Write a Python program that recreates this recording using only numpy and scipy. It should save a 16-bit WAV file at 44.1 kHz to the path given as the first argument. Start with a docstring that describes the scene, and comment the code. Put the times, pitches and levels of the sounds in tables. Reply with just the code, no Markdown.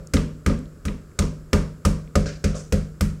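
"""A metal mallet pounds wrapped meat on a plastic board, about three blows a second, over a quiet hum.
It opens on the tail of a blow struck just before the start, then each blow cracks and slaps the film
(shaped noise) while it rings the board and thumps the counter (decaying modes). After some blows the
board bounces back with a duller click. Film ticks are scattered through the first two seconds or so;
grainy rustles follow two late blows. The kitchen rings on after each contact as fading bands of noise."""
import sys
import numpy as np
from scipy import signal
from scipy.fft import rfft, irfft
from scipy.io import wavfile

SR = 44100
rng = np.random.default_rng(int(sys.argv[2]) if len(sys.argv) > 2 else 0)


def wav_out(sig):
    """Save sig, one row per channel (or a flat mono array), as 16-bit PCM at SR to the path in sys.argv[1]."""
    wavfile.write(sys.argv[1], SR, np.round(np.clip(np.atleast_2d(sig).T, -1, 1) * 32767).astype(np.int16))


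N = 141120
T = np.arange(N) / SR


def undb(db):
    """Decibels to linear gain."""
    return 10 ** (np.asarray(db) / 20)


def read(table, hz):
    """Value of an (Hz, value) table, interpolated on a log-frequency axis."""
    table_hz, values = np.array(table)[:, 0], np.array(table)[:, 1]
    return np.interp(np.log(hz + 1), np.log(table_hz), values)


def noise(gain_of_hz, size=N):
    """Noise with the given gain at each frequency, scaled to rms 1."""
    spectrum = rfft(rng.standard_normal(size))
    shaped = irfft(spectrum * gain_of_hz(np.fft.rfftfreq(size, 1 / SR)), size)
    return shaped / shaped.std()


def band(centre_hz, octaves):
    """Bell-shaped gain on an octave axis; octaves is its standard deviation."""
    return lambda hz: np.exp(-.5 * (np.log2((hz + 1) / centre_hz) / octaves) ** 2)


def burst(start, rise, fall):
    """Envelope that rises and dies away; the slower the rise against the fall, the lower its peak under 1."""
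    since = np.maximum(T - start, 0)
    return (1 - np.exp(-since / rise)) ** 2 * np.exp(-since / fall)


def ring(start, hz, gain, t60):
    """Sum of exponentially decaying sine modes struck at start, cut off after 1.5 s."""
    since = np.maximum(T - start, 0)[:, None]
    since = since[T < start + 1.5]
    modes = np.sin(2 * np.pi * hz * since) * np.exp(-np.log(1000) * since / t60)
    out = np.zeros(N)
    out[:len(since)] = modes @ gain
    return out


# colour of the hum: (frequency [Hz], relative level [dB per Hz])
HUM_COLOUR = [(18, -43), (30, 11), (499, -5.5), (540, -7), (801, -24), (1070, -19.5), (1280, -12.5),
              (1630, -18.5), (1910, -25), (3400, -33), (5170, -28), (5900, -31.5), (7670, -24),
              (8740, -34.5), (9970, -31.5), (16000, -39)]
HUM_DB = -46.5  # rms level


def hum():
    """The quiet hum of the kitchen: steady noise shaped by its spectrum."""
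    return undb(HUM_DB) * noise(lambda hz: undb(read(HUM_COLOUR, hz)))


# how long the kitchen rings: (frequency [Hz], time to fall 60 dB [s])
KITCHEN_T60 = [(300, 0.51), (740, 0.43), (1940, 0.38), (5120, .4), (9000, 0.35), (13500, 0.24)]
# sends into the kitchen [dB], and how fast the wash builds
SLAP_ECHO_DB, BOARD_ECHO_DB, CLICK_ECHO_DB, KITCHEN_RISE_S = -17, -7, -27.5, 0.0016


def echo():
    """The diffuse wash of the kitchen after every contact, dying band by band."""
    contacts = BLOWS + BOUNCES
    out = 0
    for hz in 240 * 2 ** np.arange(0, 6.2, 1 / 4):  # quarter-octave bands
        fall = read(KITCHEN_T60, hz) / np.log(1000)
        wood = [undb(board_db(hz, row) + BOARD_ECHO_DB) * (hz < 1600) for row in contacts]
        sharp = [undb(slap_db(hz, *row[5:8]) + SLAP_ECHO_DB) * np.sqrt(hz / 4000) * (hz > 700)
                 for row in BLOWS]
        sharp += [undb(row[5] + CLICK_ECHO_DB) * band(row[6], CLICK_OCTAVES)(hz) for row in BOUNCES]
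        # the washes of separate contacts add in power
        power = sum((w ** 2 + s ** 2) * burst(row[0], KITCHEN_RISE_S, fall) ** 2
                    for w, s, row in zip(wood, sharp, contacts))
        out = out + np.sqrt(power) * noise(band(hz, 0.13))
    return out


# single film ticks: (time [s], level before the envelope [dB], centre [Hz])
TICKS = [(.0715, -24.5, 7140), (.59, -34.5, 7400), (.6564, -37, 4300), (1.1159, -41, 1640),
         (2.0757, -38, 2440)]
TICK_S = 0.00068  # fall time; the rise takes half of it


def film_ticks():
    """Single ticks of the wrap: very short bursts of band noise."""
    return sum(undb(db) * burst(start, TICK_S / 2, TICK_S) * noise(band(hz, 0.35))
               for start, db, hz in TICKS)


# film peels off the meat:
# (time [s], rise [s], fall [s], level before the envelope [dB], centre [Hz], width [octaves])
RUSTLES = [(2.256, 0.0024, 0.064, -39.5, 5120, 0.41), (2.259, 0.0025, 0.055, -40.5, 1540, 0.18),
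           (2.27, 0.008, 0.049, -43, 2420, 0.33), (2.546, 0.0062, .06, -39, 6300, 0.35),
           (2.547, 0.006, 0.044, -42.5, 1240, 0.32), (2.547, .006, 0.056, -47, 2570, 1)]
GRAINS_PER_S, GRAIN_S, GRAIN_SPREAD_DB = 3400, 0.006, 3  # mean rate, decay of a grain, mean rise in level


def film_rustles():
    """Peeling film: random grains of uneven level, each dying away, roughen bursts of band noise."""
    chance = rng.random((2, N))
    happens = chance[0] < GRAINS_PER_S / SR
    pops = happens * undb(-GRAIN_SPREAD_DB * np.log(1 - chance[1]))
    grains = signal.lfilter([1], [1, -np.exp(-1 / (GRAIN_S * SR))], pops)
    grains = grains / np.sqrt(np.mean(grains ** 2))
    return sum(undb(db) * burst(start, rise, fall) * grains * noise(band(hz, octaves))
               for start, rise, fall, db, hz, octaves in RUSTLES)


# counter and cabinet modes: (frequency [Hz], level relative to the contact [dB], time to fall 60 dB [s])
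COUNTER_MODES = [(36.9, -21, 0.44), (43.9, -18, 0.37), (58.94, -22, 0.52), (68.2, -27, 0.49),
                 (85.2, -14, 0.25), (99.45, -29, 0.6), (150, -14.5, 0.12), (154.3, -19.5, 0.63),
                 (178.8, -25.5, 0.52), (200, -17, 0.36), (211.1, -22.5, .19), (244.5, -53, 0.24),
                 (285.6, -31, 0.086)]
# (first swing of each counter mode, toward or away from the microphone [+1 or -1])
COUNTER_WAY = [1, -1, -1, -1, 1, -1, 1, -1, 1, -1, 1, 1, -1]


def counter():
    """Every contact thumps the counter alike: the same modes, only louder or softer."""
    hz, db, t60 = np.array(COUNTER_MODES).T
    return sum(ring(row[0], hz, undb(db + row[1]) * COUNTER_WAY, t60) for row in BLOWS + BOUNCES)


# board modes: (frequency [Hz], level relative to the contact [dB], time to fall 60 dB [s])
BOARD_MODES = [(265.6, -3.5, 0.14), (289.4, -10.5, 0.11), (332, -12.5, 0.21), (416, -4.5, 0.24),
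               (457, -3.5, 0.063), (518, -4, 0.24), (575.3, -3.5, 0.17), (606, -8.5, 0.07),
               (724, -15.5, 0.15), (796, -30.5, 0.017), (1035, -11, 0.02), (1195, -18, 0.23),
               (1234, -4.5, 0.064), (1380, -64, 0.055)]
SPOT_DB, SPOT_DETUNE = 3.5, 0.0041  # random spread of each mode's level, and of its pitch as a fraction
BOARD_TREBLE_HZ = 800  # tilt shapes the board below this, the treble level above


def board_db(hz, row):
    """Level of the board at each frequency for one contact."""
    _, _, level_db, tilt_db, treble_db = row[:5]
    balance = np.where(hz < BOARD_TREBLE_HZ, tilt_db * np.log2(hz / 500), treble_db)
    return read(BOARD_MODES, hz - 1) + level_db + balance


def board():
    """The board rings with a balance set by the spot struck; neighbouring modes start opposite ways."""
    hz, _, t60 = np.array(BOARD_MODES).T
    way = (-1) ** np.arange(len(hz))
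    out = 0
    for row in BLOWS + BOUNCES:
        detune, spot = rng.standard_normal((2, len(hz)))
        gain = way * undb(board_db(hz, row) + SPOT_DB * spot)
        out = out + ring(row[0], hz * (1 + SPOT_DETUNE * detune), gain, t60)
    return out


# the board bounces back onto the counter; counter, board and echo play these too:
# (time [s], counter level [dB], board level [dB], board tilt [dB per octave], board treble [dB],
#  click level before the envelope [dB], click centre [Hz])
BOUNCES = [(.168, -16, -28, -7, 6.5, -19.5, 2400), (0.497, -29, -28, -6, 1, -26.5, 2160),
           (0.8818, -19.5, -35.5, -7, 6, -26, 2040), (1.222, -21, -31.5, -10, 2, -27.5, 2240),
           (2.258, -26, -31.5, 2, -3.5, -30.5, 1700), (2.5449, -46, -36, 15.5, -3.5, -40, 3160)]
CLICK_RISE_S, CLICK_FALL_S, CLICK_OCTAVES = .0005, .003, 0.69


def bounce_clicks():
    """A click duller than the slap as the board lands: a short burst of band noise."""
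    out = 0
    for start, *_, level_db, hz in BOUNCES:
        click = burst(start, CLICK_RISE_S, CLICK_FALL_S) * noise(band(hz, CLICK_OCTAVES))
        out = out + undb(level_db) * click
    return out


# mallet blows, the first just before the start; counter, board and echo play these too:
# (time [s], counter level [dB], board level [dB], board tilt [dB per octave], board treble [dB],
#  slap level before the envelope [dB], slap tilt [dB per octave], slap top [dB], crack level [dB])
BLOWS = [(-.19, 0.5, -18, 6, 0, -14.5, -1, -3, -14), (0.1361, 1.5, -24.5, -11, -17, -14, 1.5, -1, -18),
         (0.4621, 1, -26, -12, 2.5, -16.5, -1, -0.5, -14.5),
         (0.852, -6, -39.5, -11, 6.5, -24.5, 1.5, 1, -28.5), (1.1894, 0, -26.5, 0, 7, -15.5, 3, -4.5, -16),
         (1.5307, 2, -20.5, -2.5, 5.5, -13, -0.5, 0.5, -12.5),
         (1.8504, 2.5, -23.5, -2, 8.5, -14.5, 1.5, 1, -19),
         (2.1546, 2, -20, 0.5, -1.5, -15.5, 1.5, -4, -16), (2.4409, 0, -25, -2.5, -12, -16, 1.5, -7.5, -20),
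         (2.7232, 1, -23.5, 0.5, -7.5, -17.5, 1, 0.5, -20.5),
         (3.0085, 0.5, -32.5, -11, 4.5, -18.5, 0.5, 7.5, -18.5)]
# colour shared by all slaps: (frequency [Hz], relative level [dB per Hz])
SLAP_COLOUR = [(410, 26), (700, -6.5), (922, -13), (1350, -1.5), (1840, -8), (2100, -6.5), (3550, -16),
               (5540, -11.5), (8100, -15.5), (16000, -35)]
SLAP_RISE_S, SLAP_FALL_S = 0.003, 0.0055
SLAP_FLOOR_HZ = 756  # the slap thins out below this
SLAP_TOP_HZ = 8900  # the slap's top setting fades in over the octave around this
CRACK_LAG_S, CRACK_RISE_S, CRACK_FALL_S = .0015, .0007, .0012  # the crack peaks one lag after contact


def slap_db(hz, level_db, tilt_db, top_db):
    """Level of a slap at each frequency: shared colour, tilted about 4 kHz, with its own top."""
    top = np.clip(np.log2((hz + 1) / SLAP_TOP_HZ) + .5, 0, 1)
    return read(SLAP_COLOUR, hz) + level_db + tilt_db * np.log2((hz + 1) / 4000) + top_db * top


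def slaps():
    """A sharp crack of metal on film inside a wet slap: two envelopes on one shaped noise."""
    out = 0
    for start, *_, level_db, tilt_db, top_db, crack_db in BLOWS:
        from_peak = T - start - CRACK_LAG_S
        crack = np.exp(-np.abs(from_peak) / np.where(from_peak < 0, CRACK_RISE_S, CRACK_FALL_S))
        slap = burst(start, SLAP_RISE_S, SLAP_FALL_S)
        envelope = undb(crack_db) * crack + undb(level_db) * slap

        def colour(hz):
            bass_cut = 1 + (SLAP_FLOOR_HZ / (hz + 1)) ** 4
            return undb(slap_db(hz, 0, tilt_db, top_db)) / bass_cut

        out = out + envelope * noise(colour)
    return out


def scene():
    """All layers summed to one channel, from the background to the blows."""
    background = hum() + echo()
    film = film_ticks() + film_rustles()
    return (background + film + counter() + board() + bounce_clicks() + slaps())[None]


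TOP_HZ = 15750  # edge of the treble cut


def record(dry):
    """A steep elliptic low-pass cuts the top of the treble."""
    lowpass = signal.ellip(8, .2, 70, TOP_HZ, fs=SR, output="sos")
    return signal.sosfilt(lowpass, dry)


dry = scene()
out = record(dry)
wav_out(out)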